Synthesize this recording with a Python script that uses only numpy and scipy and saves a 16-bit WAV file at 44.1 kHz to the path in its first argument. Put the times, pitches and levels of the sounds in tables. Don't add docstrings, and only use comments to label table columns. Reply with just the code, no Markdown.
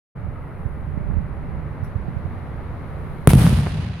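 import sys
import numpy as np
from scipy import signal
from scipy.fft import rfft, irfft
from scipy.io import wavfile

SR = 44100
rng = np.random.default_rng(int(sys.argv[2]) if len(sys.argv) > 2 else 0)


def unload_audio(sound):
    columns = np.transpose(np.atleast_2d(sound))
    steps = np.round(np.clip(columns, -1, 1) * 32767)
    wavfile.write(sys.argv[1], SR, steps.astype(np.int16))


N = 176400
T = np.arange(N) / SR
BIN_HZ = np.arange(N // 2 + 1) * SR / N

# (frequency [Hz], relative spectral density [dB])
ENGINE_SPECTRUM = [(20, 2.5), (38, -3.5), (75, 3), (140, -3.5), (220, -10), (320, -14.5), (500, -37.5)]
FAN_SPECTRUM = [(280, -3), (400, 4.5), (620, 0), (850, -1), (1250, -3), (1600, -8), (2100, -9.5),
                (3000, -26), (4200, -51.5), (7000, -65)]
HISS_SPECTRUM = [(1500, -18), (2800, 4.5), (4000, 4), (5500, -8), (7800, -12.5), (10300, -25)]
SIZZLE_SPECTRUM = [(7500, -22), (9200, -3), (10400, 0.5), (11500, -5.5), (13000, -7.5), (16000, -9)]
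RUSTLE_SPECTRUM = [(4500, -11), (5700, 0), (7000, -21), (9000, -12), (10500, 4), (12000, -4), (14000, -14)]
WIND_SPECTRUM = [(20, -21), (40, 3), (75, 3.5), (130, -3), (200, -6.5), (300, -27), (600, -37), (1500, -67)]
# (time [s], relative level [dB])
ENGINE_LEVEL = [(.15, -33.5), (1.5, -30.5), (3.2, -31), (4, -43.5)]
FAN_LEVEL = [(.15, -43.5), (.9, -43), (1.4, -42), (2.3, -41.5), (3.1, -40.5), (4, -50)]
WHINE_LEVEL = [(.15, -58), (.5, -57), (.7, -66), (1.1, -78)]
HISS_LEVEL = [(.15, -70.5), (1.2, -70), (2, -66.5), (3.2, -63.5), (4, -62)]
SIZZLE_LEVEL = [(.15, -74), (.65, -69), (1.0, -72), (1.6, -72), (2.3, -70), (2.8, -69.5), (3.17, -64.5),
                (4, -79)]
WIND_LEVEL = [(.15, -46), (.25, -24.5), (.52, -47), (.65, -29), (.73, -28.5), (.9, -26), (1.19, -20.5),
              (1.29, -32), (1.58, -26.5), (1.74, -39), (2.1, -31.5), (2.35, -38), (2.7, -44), (3.2, -32.5),
              (4, -55)]
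# (time [s], frequency [Hz], level [dB])
ENGINE_HUM = [(.15, 141, -41), (.9, 142.6, -42), (1.5, 147.2, -36.5), (2.3, 150, -48), (3.2, 150.8, -36),
              (4, 150.7, -45)]
# (time [s], relative peak [dB], duration [s])
EDDIES = [(.655, -2.5, 0.0065), (.934, -11, 0.0048), (.974, -7, 0.0018), (1.103, -5, .005),
          (1.168, -5.5, 0.0032), (1.181, -16, 0.011), (1.828, -2.5, 0.0061), (1.957, -1, 0.0069),
          (2.083, -8, 0.0024), (2.164, -2.5, 0.0061), (2.254, -5, 0.0055)]
# (frequency [Hz], left-right coherence [0-1], left minus right [dB])
VEHICLE_IMAGE = [(60, 0.43, -3.5), (300, 1, 0), (640, 0.62, -5), (1400, 0.47, 4), (2980, 0.66, -0.5),
                 (7000, 0, 2)]
BLAST_IMAGE = [(130, .99, 0.5), (292, 0.9, -0.5), (640, 0.73, -1.5), (1440, 0.29, .5), (3100, 0.23, -2),
               (5030, 0.091, -11), (6960, 0.06, -3.5), (9550, 0.035, 9), (12000, .05, -3)]
# (frequency [Hz], relative spectral density [dB])
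ROLL_SPECTRUM = [(20, -20), (45, -7), (70, 5), (120, 2.5), (175, 2.5), (240, -11.5), (330, -19.5),
                 (600, -28)]
NEAR_SPECTRUM = [(200, 3), (500, 4), (1200, -5), (2500, -3), (4500, -15), (7000, -16.5), (9500, -5.5),
                 (12500, -8.5), (16000, -23)]
SURGE_SPECTRUM = [(350, 2), (700, 3.5), (1500, -2), (2800, -7), (5000, -17.5)]
CRACK_SPECTRUM = [(200, 4.5), (500, 3.5), (1000, -2.5), (2200, -10), (4000, -35), (7000, -47), (9500, 3),
                  (12500, -24), (16000, -4.5)]
# (time [s], level [dB])
ROLL_ENVELOPE = [(3.275, -14.5), (3.295, -11), (3.325, -18), (3.36, -11.5), (3.45, -12.5), (3.55, -18),
                 (3.7, -25), (3.8, -21), (3.9, -27), (4, -32.5)]
# (frequency [Hz], relative spectral density [dB], decay time T60 [s])
STREET_REVERB = [(200, 4, 1.6), (400, 1.5, 1.46), (870, -2.5, 1.78), (1950, -7.5, 2.8), (3330, -8, 2.1),
                 (5460, -16.5, 1.78), (7200, -17.5, 1.13), (9600, -8, 0.97), (12500, -13, 0.7),
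                 (16000, -22, 0.53)]
# (time [s], relative thump level [dB], thump cutoff [Hz], relative crack level [dB], crack decay [s])
REFLECTIONS = [(3.3062, -38, 1200, -17.5, 0.0041), (3.3342, 2.5, 1310, -13, 0.002),
               (3.342, -1.5, 300, -27, .002), (3.3511, -2.5, 695, -22, 0.0022),
               (3.3544, 4.5, 250, -29, .003), (3.422, -4, 300, -36, 0.0027), (3.4427, 1, 300, -26, 0.0013),
               (3.4664, -19, 1500, -11.5, 0.00084), (3.4726, -0.5, 260, -24, .003),
               (3.5261, 2, 270, -27, 0.0028), (3.588, -2.5, 256, -24, 0.0017),
               (3.6638, -33, 700, -19, 0.0045), (3.6695, -33, 704, -21, 0.0022)]

START_S, FADE_IN_S, BLAST_S = 0.15, 0.013, 3.2737
BANDWIDTH_HZ = 16000


def from_db(db):
    return 10 ** (np.asarray(db) / 20)


def unit_rms(x):
    return x / np.sqrt(np.mean(x ** 2) + 1e-20)


def in_time(rows, column=1):
    rows = np.array(rows)
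    return np.interp(T, rows[:, 0], rows[:, column])


def at_hz(rows, hz, column=1):
    rows = np.array(rows)
    return np.interp(np.log(hz), np.log(rows[:, 0]), rows[:, column])


def pan(db):
    return unit_rms(from_db([[db / 2], [-db / 2]]))


def drift(rate_hz):
    step, settle = 40, 2000
    pole = np.exp(-2 * np.pi * step * rate_hz / SR)
    white = rng.standard_normal(N // step + settle + 2)
    slow = signal.lfilter([1], [1, -2 * pole, pole * pole], white)[settle:]
    return np.interp(np.arange(N) / step, np.arange(len(slow)), unit_rms(slow))


def cut(x, hz, kind, order=2):
    sections = signal.butter(order, min(hz, BANDWIDTH_HZ), kind, fs=SR, output="sos")
    return signal.sosfilt(sections, x + 1e-18)


def noise(spectrum, image=None):
    hz = np.maximum(BIN_HZ, 1)
    mid, side = rfft(rng.standard_normal((2, N)))
    coherence = np.clip(at_hz(image, hz), 0, 1) if image else 0
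    lean_db = at_hz(image, hz, column=2) / 2 if image else 0
    sides = np.array([[1], [-1]])
    stereo = np.sqrt(1 + coherence) * mid + np.sqrt(1 - coherence) * side * sides
    skirts = 1 / (1 + (spectrum[0][0] / 2 / hz) ** 2) / (1 + (hz / spectrum[-1][0] / 2) ** 2)
    return unit_rms(irfft(stereo * from_db(at_hz(spectrum, hz) + lean_db * sides) * skirts, N))


def swell(start_s, rise_s, t60_s):
    age = T - start_s
    return np.clip(age / rise_s, 0, 1) * from_db(-60 * np.maximum(age - rise_s, 0) / t60_s)


def burst(start_s, decay_s):
    return (T >= start_s) * np.exp(-np.clip((T - start_s) / decay_s, 0, 50))


def shock(start_s, push_s):
    return (1 - (T - start_s) / push_s) * burst(start_s, push_s)


def tone(hz, db, wander=0.0031, waver_db=3):
    phase = 2 * np.pi * np.cumsum(hz * (1 + wander * drift(6.1))) / SR
    return np.sqrt(2) * np.sin(phase) * from_db(db + waver_db * drift(2))


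def port(pressure, resonance_hz=146):
    fast = cut(pressure, hz=46.2, kind="high", order=6)
    ringing = signal.lfilter(*signal.iirpeak(resonance_hz, Q=2.06, fs=SR), fast)
    return 0.17 * fast + ringing


def vehicle_noise():
    rumble = noise(ENGINE_SPECTRUM, VEHICLE_IMAGE) * from_db(in_time(ENGINE_LEVEL))
    fans = noise(FAN_SPECTRUM, VEHICLE_IMAGE) * from_db(in_time(FAN_LEVEL))
    return rumble + fans


def vehicle_tones():
    hum = tone(in_time(ENGINE_HUM), in_time(ENGINE_HUM, column=2), wander=0.009, waver_db=-1)
    steady_note = tone(hz=590, db=-58)
    whine = tone(hz=1330, db=in_time(WHINE_LEVEL), wander=0.02, waver_db=-7)
    return hum + steady_note + whine * drift(rate_hz=70)


def hiss():
    treble = noise(HISS_SPECTRUM) * from_db(in_time(HISS_LEVEL)) * pan(db=-5)
    sizzle = noise(SIZZLE_SPECTRUM) * from_db(in_time(SIZZLE_LEVEL))
    return treble + sizzle


def rustle():
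    return from_db(-56.5) * noise(RUSTLE_SPECTRUM) * swell(start_s=1.833, rise_s=0.012, t60_s=0.18)


def wind(gust_db=1.5):
    flutter = noise(WIND_SPECTRUM) * from_db(in_time(WIND_LEVEL) + gust_db * drift(5.4))
    eddies = sum(from_db(db) * np.exp(-np.minimum((2 * (T - time_s) / length_s) ** 2, 50))
                 for time_s, db, length_s in EDDIES)
    return (flutter / np.sqrt(2) + port(eddies)) * pan(db=-27)


def low_roll():
    return noise(ROLL_SPECTRUM, BLAST_IMAGE) * from_db(in_time(ROLL_ENVELOPE)) * (T > BLAST_S)


def street_reverberation(level_db=-27.5, grain_db=2):
    diffuse = rfft(noise(STREET_REVERB, BLAST_IMAGE))
    edges_hz = [20, 600, 1500, 3000, 5000, 7000, 9000, 11000, 13000, 18000]
    tail = 0
    for low, high in zip(edges_hz, edges_hz[1:]):
        band = irfft(diffuse * (BIN_HZ >= low) * (BIN_HZ < high), N)
        t60_s = at_hz(STREET_REVERB, (low + high) / 2, column=2)
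        tail = tail + band * swell(BLAST_S + 0.083, rise_s=0.041, t60_s=t60_s)
    return tail * from_db(level_db + grain_db * drift(140))


def near_scatter(level_db=-23.5, grain_db=3):
    envelope = swell(BLAST_S + 0.014, rise_s=0.0017, t60_s=0.38)
    return noise(NEAR_SPECTRUM, BLAST_IMAGE) * envelope * from_db(level_db + grain_db * drift(120))


def surge(level_db=-31.5, grain_db=2.5):
    envelope = swell(start_s=3.378, rise_s=0.011, t60_s=0.67)
    return noise(SURGE_SPECTRUM, BLAST_IMAGE) * envelope * from_db(level_db + grain_db * drift(200))


def echoes(crack):
    thumps = slaps = 0
    for time_s, thump_db, thump_hz, crack_db, decay_s in REFLECTIONS:
        thumps = thumps + cut(from_db(thump_db) * shock(time_s, push_s=0.0049), thump_hz, "low")
        slap = from_db(7) * shock(time_s, push_s=0.0006) + crack * burst(time_s, decay_s)
        air_cutoff_hz = 715 / (time_s - BLAST_S)
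        slaps = slaps + cut(from_db(crack_db) * slap, air_cutoff_hz, "low")
    return slaps + 2 * port(thumps)


def shock_front(crack, snap_s=0.00035):
    pressure = np.array([shock(BLAST_S, push_s) for push_s in (0.0044, 0.0058)])
    push = from_db(16) * port(pressure)
    onset_s = BLAST_S - snap_s
    snap = -from_db(-2) * ((T >= onset_s) & (T < BLAST_S))
    body = cut(push + snap, hz=1900, kind="low")
    return body + from_db(-1) * crack * burst(onset_s, decay_s=0.0024)


def scene():
    fade_in = np.clip((T - START_S) / FADE_IN_S, 0, 1)
    background = (vehicle_noise() + vehicle_tones() + hiss() + wind()) * fade_in + rustle()
    crack = noise(CRACK_SPECTRUM, BLAST_IMAGE)
    blast = shock_front(crack) + echoes(crack)
    return background + blast + surge() + near_scatter() + street_reverberation() + low_roll()


def record(dry, overload=0.9):
    clipped = dry / (1 + (dry / overload) ** 8) ** (1 / 8)
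    return signal.sosfilt(signal.cheby2(20, 80, BANDWIDTH_HZ + 900, fs=SR, output="sos"), clipped)


dry = scene()
out = record(dry)
unload_audio(out)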